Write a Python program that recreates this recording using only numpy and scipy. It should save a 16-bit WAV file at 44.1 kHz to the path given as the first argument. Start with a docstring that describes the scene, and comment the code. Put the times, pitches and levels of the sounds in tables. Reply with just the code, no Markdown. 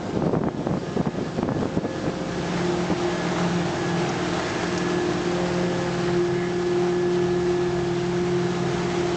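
"""At first a trailer screens a forage harvester chopping maize, while wind gusts thump and pop in the microphone.
Noise bursts make the gusts, and the camera's gain control ducks everything under them.
At about two to three seconds the screen clears: filtered noise makes the crop roar and hiss, cut at the knife rate.
Sine tones tied to one engine speed make diesel, cutter drum and gear whine; two stalks split soon after 4 s.
From 5 to 7 s the harvester turns its tail and stalks swish once; a tractor drones low all along."""
import sys
import numpy as np
from scipy import signal
from scipy.fft import rfft, irfft, next_fast_len
from scipy.io import wavfile
from scipy.ndimage import uniform_filter1d, map_coordinates

SR = 44100
rng = np.random.default_rng(int(sys.argv[2]) if len(sys.argv) > 2 else 0)


def transcribe(u):
    """Save the signal u as a 16-bit wav file named by the first command-line argument.

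    u: samples, shape (n,) or (channels, n), limited to [-1, 1]; the rate is SR.
    q: integer samples, one column per channel.
    """
    v = np.clip(np.atleast_2d(u).T, -1, 1)
    q = np.round(v * 32767).astype(np.int16)
    wavfile.write(sys.argv[1], SR, q)


N = 403956

# gear whine and knife passes, as multiples of the crankshaft speed
WHINE_ORDER, KNIFE_ORDER = 43.87, 4.542
# how strongly the working harvester's rumble, roar and hiss come through: (time [s], level [dB])
HARVESTER_PRESENCE = [(0, -6), (1.3, -5.5), (1.85, -5), (2.2, -3.5), (2.55, 0.5), (3.1, 0), (3.4, 2.5),
                      (3.65, 0), (4.5, 3), (5, 0.95), (6.05, 0.1), (6.25, -2.5), (7.5, -3), (8.35, -1.5),
                      (8.8, 1), (9.16, .5)]
# how much the trailer hides the harvester: (time [s], share hidden [0-1])
TRAILER_SCREEN = [(1.8, 0.95), (2.7, 0.05)]
# how far the harvester has turned its tail to the microphone: (time [s], share [0-1])
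SEEN_FROM_BEHIND = [(0, 0.12), (5.2, 0.07), (6.6, 0.88), (9.16, 1)]


def amp(db):
    """Turn decibels into a gain."""
    return 10 ** (np.asarray(db) / 20)


def unit(x):
    """Scale to an rms (average strength) of 1."""
    return x / np.sqrt(np.mean(x ** 2) + 1e-20)


def clock():
    """Give the time of every sample in seconds."""
    return np.arange(N) / SR


def curve(rows):
    """Draw straight lines through (time, value) points, one value per sample."""
    return np.interp(clock(), *np.transpose(rows))


def wobble(rate):
    """Draw a smooth curve through random points, rate points a second."""
    points = rng.standard_normal(int(N * rate / SR) + 4)
    return map_coordinates(points, [clock() * rate])


def swell(s, db, half):
    """Make a bell-shaped rise and fall around time s."""
    return amp(db) * np.exp(-.5 * ((clock() - s) / half) ** 2)


def lagged(x, seconds):
    """Follow x sluggishly, with a time constant in seconds."""
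    keep = np.exp(-1 / (seconds * SR))
    return signal.lfilter([1 - keep], [1, -keep], x)


def filtered(x, response):
    """Multiply the spectrum of x by a gain that depends on frequency."""
    size = next_fast_len(N + 8192)
    gain = response(np.fft.rfftfreq(size, 1 / SR))
    return irfft(rfft(x, size) * gain, size)[:N]


def coloured(x, spectrum):
    """Filter x by (frequency, relative level) points, then scale to rms 1."""
    f, db = np.transpose(spectrum)
    return unit(filtered(x, lambda hz: amp(np.interp(np.log(hz + 1), np.log(f), db))))


def rush(patchy_db):
    """Make white noise with patches of random gain in time and frequency."""
    spectrum = signal.stft(rng.standard_normal(N), nperseg=512)[2]
    patches = uniform_filter1d(rng.standard_normal(spectrum.shape), size=6, axis=0)
    patches = uniform_filter1d(patches, size=14, axis=1)
    patchy = spectrum * amp(patchy_db * unit(patches))
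    return unit(signal.istft(patchy, nperseg=512)[1][:N])


def grains(rate, spread_db):
    """Scatter clicks of uneven size at random, about rate a second."""
    hits = rng.random(N) < rate / SR
    sizes = rng.standard_normal(N) * amp(spread_db * rng.standard_normal(N))
    return unit(hits * sizes)


def partial(angle, flutter_db, drift, rate):
    """Make a tone of rms 1 whose strength and phase waver in the moving air."""
    strength = amp(flutter_db * wobble(rate))
    phase = drift * wobble(rate) + 2 * np.pi * rng.random()
    return unit(strength * np.sin(angle + phase))


def crank_angle():
    """Add up the engine speed into the crankshaft angle in radians; it varies slightly."""
    # engine speed, given as the pitch of the gear whine: (time [s], pitch [Hz])
    whine_pitch = [(0, 1700), (.95, 1691), (1.25, 1718), (2.35, 1695), (2.9, 1705), (3.65, 1678), (4, 1681),
                   (4.25, 1706), (4.6, 1693), (4.9, 1711), (5.2, 1700), (5.6, 1713), (6.2, 1693),
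                   (6.5, 1709), (7.65, 1710), (7.9, 1688), (8.25, 1711), (8.75, 1697)]
    turns_per_second = curve(whine_pitch) / WHINE_ORDER
    return 2 * np.pi * np.cumsum(turns_per_second) / SR


def cyclic(angle):
    """Make clatter that repeats each engine cycle (two turns), its pattern slowly changing."""
    size = 1024  # points in one cycle
    place = angle / (4 * np.pi) * size
    cycles = rng.standard_normal((4, size))
    patterns = np.array([map_coordinates(cycle, [place], mode="grid-wrap", order=1) for cycle in cycles])
    weights = np.array([wobble(1.601) for _ in patterns])
    return unit(np.sum(weights * patterns, axis=0) / np.linalg.norm(weights, axis=0))


def tractor():
    """The tractor's slower engine drones low: crankshaft tones over a muffled exhaust rumble."""
    turns_hz = 33.7
    # loudness of the whole tractor: (time [s], level [dB])
    loudness = [(0, -54), (2.9, -46.5), (3.6, -55), (6.1, -45.5), (6.8, -53.5), (7.3, -44), (7.9, -44),
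                (8.4, -52.5), (9.16, -48)]
    # engine tones: (multiple of the crankshaft speed, relative level [dB])
    engine_tones = [(1, -11.5), (2, 0.5), (3, -5.5), (5, -10.5), (6, -10)]
    # muffled exhaust rumble: (frequency [Hz], relative level [dB])
    exhaust_spectrum = [(25, -14.5), (44, -15.5), (58, -0.5), (72, 2), (100, -9), (140, -17.5), (300, -47)]
    angle = 2 * np.pi * turns_hz * clock()
    tones = unit(sum(amp(db) * partial(round(order) * angle, flutter_db=2.0, drift=0.4, rate=4)
                     for order, db in engine_tones))
    exhaust = coloured(rng.standard_normal(N), exhaust_spectrum)
    return amp(curve(loudness)) * unit(tones + exhaust)


def pop(s, db):
    """An overloaded capsule gives a rounded spike between two shallow dips; harder pops are narrower."""
    half_width = 0.00034 * amp(-.3 * db)  # seconds; grows as the pop gets weaker
    u = (clock() - s) / half_width
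    return amp(db) * (1 - u * u) / (1 + u * u) ** 2


def wind():
    """Gusts break into eddies that thump the microphone, the hardest with a pop, over a steady push."""
    # all levels here are those ahead of the gain control
    # steady push of the wind: (time [s], level [dB])
    breeze = [(0, -32.5), (.3, -24.5), (.9, -31.5), (1.3, -36.5), (1.6, -31.5), (2.1, -33.5), (3.2, -43.5),
              (4, -60)]
    # gusts that hit the microphone: (start [s], length [s], level [dB])
    gust_list = [(0.192, 0.056, -22.5), (.264, .04, -20), (0.329, .07, -19), (.405, 0.091, -17.5),
                 (0.572, .045, -23.5), (.65, 0.14, -23), (0.959, .07, -23.5), (1.051, .045, -20.5),
                 (1.139, .1, -26.5), (1.382, .02, -18), (1.425, .1, -21.5), (1.547, .125, -23),
                 (1.768, .025, -19.5), (1.834, 0.028, -22.5), (2.038, .06, -25.5), (2.899, .04, -24)]
    # the hardest pops, where an eddy overloads the capsule: (time [s], peak level [dB])
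    hard_pops = [(.223, -8), (0.295, -8), (0.353, -3), (.437, -2.5), (.486, -2), (.671, -6), (.713, -10.5),
                 (0.739, -9.5), (.771, -10.5), (1.014, -9), (1.058, -12.5), (1.431, -4), (1.490, -4.5),
                 (1.521, -8), (1.632, -9.5), (1.657, -9.5), (2.066, -11.5)]
    # tone colour of wind on the microphone: (frequency [Hz], relative level [dB])
    buffet_spectrum = [(25, -34), (55, -13.5), (90, -6), (150, 2), (250, 1.5), (390, -3), (600, -8),
                       (1000, -18), (1500, -27), (2500, -36.5), (5000, -74)]
    gust_edge_s = .006
    eddy_db, eddy_rate = 5, 125  # depth, random points a second
    small_pop_rate, small_pop_db = 45, -9.5  # about how many a second, level against the gust
    t = clock()
    gusts = sum(amp(db) * np.clip(np.minimum(t - s, s + length - t) / gust_edge_s + .5, 0, 1)
                for s, length, db in gust_list)
    eddies = unit(amp(eddy_db * np.tanh(wobble(eddy_rate))))
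    turbulence = coloured(rng.standard_normal(N) * amp(2.2 * wobble(350)), buffet_spectrum)
    # the capsule's swing is bounded, so strong eddies keep an even height
    swing = unit(np.tanh(0.45 * turbulence))
    small_pops = amp(small_pop_db) * coloured(grains(rate=small_pop_rate, spread_db=1.5), buffet_spectrum)
    lumps = rng.standard_normal(N) + .8 * grains(rate=160, spread_db=0.5)
    base = amp(curve(breeze) + 1.5 * wobble(25)) * coloured(lumps, buffet_spectrum)
    pops = sum(pop(s, db) for s, db in hard_pops)
    return gusts * (eddies * swing + small_pops) + base + pops


def stalks():
    """Dry stalks split in short sprays of crackling noise, and once swish over sheet metal."""
    # maize stalks cracking: (time [s], highest level [dB])
    split_list = [(4.092, -32), (4.778, -28.5)]
    # stalks sliding over metal: one (time [s], highest level [dB], width of the bell on each side [s])
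    swish = (6.42, -41, 0.054)
    # tone colour of the splits: (frequency [Hz], relative level [dB])
    crackle_spectrum = [(3200, -26), (4400, -6.5), (5100, 0.5), (6000, 0), (6900, -4.5), (7800, -30)]
    # tone colour of the swish: (frequency [Hz], relative level [dB])
    slide_spectrum = [(1500, -25.5), (1880, 0), (2120, 1), (2350, -16.5), (3200, -29), (6000, -71)]
    rise_s, decay_s = 0.0037, .04  # seconds per 60 dB
    t = clock()
    splits = sum(amp(db - 60 * np.abs(t - s) / np.where(t < s, rise_s, decay_s)) for s, db in split_list)
    crackle = splits * coloured(rng.standard_normal(N), crackle_spectrum)
    slide = swell(*swish) * coloured(rng.standard_normal(N), slide_spectrum)
    return crackle + slide


def gears(angle):
    """The drive gears whine at a multiple of the engine speed, in short random swells."""
    # the whine comes and goes as the machines move: (time [s], level [dB])
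    whine_level = [(0, -60), (.6, -56), (.9, -46), (1.35, -48), (1.7, -53), (2.1, -48.5), (2.7, -51.5),
                   (3.2, -41), (3.65, -45.5), (3.95, -37.5), (4.35, -50), (4.65, -43), (5.15, -43),
                   (5.4, -58), (5.7, -44), (6.8, -46.5), (7.6, -47.5), (9.16, -49)]
    swell_db, swell_rate = 5.5, 7  # depth, random points a second
    swells = unit(amp(swell_db * np.tanh(wobble(swell_rate))))
    whine = partial(WHINE_ORDER * angle, flutter_db=1.6, drift=0.35, rate=35)
    return amp(curve(whine_level)) * swells * whine


def diesel(angle):
    """The harvester's engine: crankshaft tones over an exhaust rumble partly alike in every cycle."""
    # engine and drive tones, before the trailer screens them:
    # (multiple of the crankshaft speed, level from the side [dB], level from behind [dB])
    engine_tones = [(1, -55, -57.5), (2, -58.5, -50.5), (3.5, -41, -36), (4, -43, -55), (6.5, -44.5, -53),
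                    (8, -35.5, -53), (8.25, -52.5, -51), (10, -51, -44), (10.5, -56.5, -48),
                    (12, -45.5, -55.5), (15.97, -47, -57), (17, -57, -54.5), (19.53, -54.5, -57),
                    (20.2, -49, -50.5), (40.25, -51, -62)]
    # exhaust rumble: (frequency [Hz], relative level [dB])
    rumble_spectrum = [(25, -38.5), (55, -18), (85, -7.5), (125, 0), (190, 2.5), (275, -5.5), (330, 3.5),
                       (390, 2.5), (480, -7.5), (700, -16.5), (1500, -58)]
    rumble_base_db, rumble_growth = -31.5, 0.86  # level at 0 dB presence, dB gained per dB of presence
    screen_tones_db, screen_rumble_db = -5, -1  # change when fully hidden by the trailer
    rear_rumble_db = -.5  # change when heard from behind
    behind = curve(SEEN_FROM_BEHIND)
    screen = curve(TRAILER_SCREEN)
    tones = 0
    for order, side_db, rear_db in engine_tones:
        quarter_order = np.round(4 * order) / 4  # the nearest quarter multiple
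        tone = partial(quarter_order * angle, flutter_db=2.0, drift=.3, rate=9)
        tones = tones + amp(side_db + behind * (rear_db - side_db)) * tone
    rumble = coloured(rng.standard_normal(N) + .5 * cyclic(angle), rumble_spectrum)
    rumble_db = rumble_base_db + rumble_growth * curve(HARVESTER_PRESENCE)
    rumble_db = rumble_db + screen_rumble_db * screen + rear_rumble_db * behind
    return amp(screen_tones_db * screen) * tones + amp(rumble_db) * rumble


def cutter(angle):
    """Knives passing the shear bar make a strong hum at the knife rate, with weaker overtones."""
    # the hum's lowest tone, at the knife rate: (time [s], level [dB])
    first = [(0, -42), (1.85, -43), (2.7, -29.5), (3.35, -35), (3.47, -23.5), (3.62, -25.5), (3.77, -36.5),
             (3.98, -26), (4.1, -41), (4.3, -29.5), (4.45, -42), (4.6, -35), (5.1, -33), (5.65, -28.5),
             (6, -32), (7.4, -32), (8.8, -30), (9.16, -33.5)]
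    # its octave, stronger from behind: (time [s], level [dB])
    second = [(0, -38), (2.5, -44.5), (2.7, -25.5), (2.9, -36.5), (3.08, -25), (3.28, -40.5), (3.42, -31.5),
              (4.7, -33.5), (4.85, -27), (5.3, -29), (6.02, -30.5), (6.17, -21.5), (6.42, -27),
              (6.78, -22.5), (7.55, -23), (7.85, -26.5), (8.3, -25), (8.7, -30), (9.16, -25.5)]
    # the tone at three times the knife rate: (time [s], level [dB])
    third = [(0, -46.5), (1, -47.5), (2, -36.5), (3, -47), (4.4, -57), (5.1, -48.5), (5.4, -35.5),
             (5.85, -35), (6.2, -47), (7.2, -51), (9.16, -56.5)]
    # upper tones: (multiple of the knife rate, level from the side [dB], level from behind [dB])
    overtones = [(4, -48, -41.5), (5, -50.5, -52), (6, -52, -56), (7, -54, -54.5), (8, -60, -66.5),
                 (9, -60.5, -60.5)]
    behind = curve(SEEN_FROM_BEHIND)
    knife = KNIFE_ORDER * angle
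    hum = sum(amp(curve(level)) * partial(k * knife, flutter_db=1.0, drift=0.088, rate=18)
              for k, level in enumerate([first, second, third], 1))
    upper = sum(amp(side_db + behind * (rear_db - side_db))
                * partial(round(k) * knife, flutter_db=1.5, drift=0.63, rate=11)
                for k, side_db, rear_db in overtones)
    return hum + upper


def crop(angle):
    """Knives tear an uneven mat of stalks into a roar; chips rattle up the spout and hiss into the trailer."""
    # tone colour of the tearing: (frequency [Hz], relative level [dB])
    roar_spectrum = [(250, -29), (480, -8.5), (650, 3.5), (850, 2.5), (980, -2), (1200, -6), (1450, -5),
                     (1600, -7.5), (1800, -7), (2150, -9), (3000, -16), (6000, -46)]
    # tone colour of the flying chips: (frequency [Hz], relative level [dB])
    hiss_spectrum = [(500, -8), (1200, 6.5), (2200, -0.5), (3200, 0), (4200, -2), (5500, -4), (7000, -6.5),
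                     (7900, -12), (8600, -24), (9100, -44)]
    roar_base_db, roar_growth = -34, 1.18  # level at 0 dB flow, dB gained per dB of flow
    hiss_base_db = -37  # level at 0 dB flow
    screen_roar_db, rear_roar_db = -4, -0.9  # change when fully hidden, when heard from behind
    flow_db = curve(HARVESTER_PRESENCE) + 0.48 * wobble(8)
    cuts = 1 + 0.19 * np.cos(KNIFE_ORDER * angle)
    feed = amp(0.24 * wobble(14) + 1.3 * wobble(140))
    tearing = unit(rush(patchy_db=2.2) + .5 * grains(rate=900, spread_db=2.0))
    roar = coloured(cuts * feed * (tearing + .5 * cyclic(angle)), roar_spectrum)
    chips = rush(patchy_db=1) + 0.41 * grains(rate=2500, spread_db=4.5)
    hiss = coloured(chips * amp(0.53 * wobble(30)), hiss_spectrum)
    roar_db = roar_base_db + roar_growth * flow_db
    roar_db = roar_db + screen_roar_db * curve(TRAILER_SCREEN) + rear_roar_db * curve(SEEN_FROM_BEHIND)
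    return amp(roar_db) * roar + amp(hiss_base_db + flow_db) * hiss


def scene():
    """Add both machines, the crop and the wind, in the open field."""
    angle = crank_angle()
    harvester = diesel(angle) + cutter(angle) + gears(angle) + crop(angle)
    return (harvester + stalks() + tractor() + wind())[None]


def gain_control(x):
    """The gain drops quickly when the sound passes the threshold, then creeps back up."""
    threshold_db, listening_s = -19.5, 0.0052  # dB rms, time constant
    attack_s, recovery_rate = 0.0026, 23  # time constant, dB per second
    loudness_db = 10 * np.log10(lagged(x ** 2, listening_s) + 1e-12)
    excess_db = np.maximum(loudness_db - threshold_db, 0)
    # holding the highest value along a rising ramp makes each duck fade at a steady rate
    recovery_db = recovery_rate * clock()
    duck_db = np.maximum.accumulate(excess_db + recovery_db) - recovery_db
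    return x * amp(-lagged(duck_db, attack_s))


def record(dry):
    """The camera ducks loud moments, rounds off the hardest peaks and keeps only sound below its limit."""
    ceiling, top_hz = .38, 9022  # ceiling as a share of full scale
    ducked = gain_control(dry[0])
    rounded = ducked / (1 + (ducked / ceiling) ** 6) ** (1 / 6)
    return filtered(rounded, lambda hz: hz < top_hz)[None]


dry = scene()
out = record(dry)
transcribe(out)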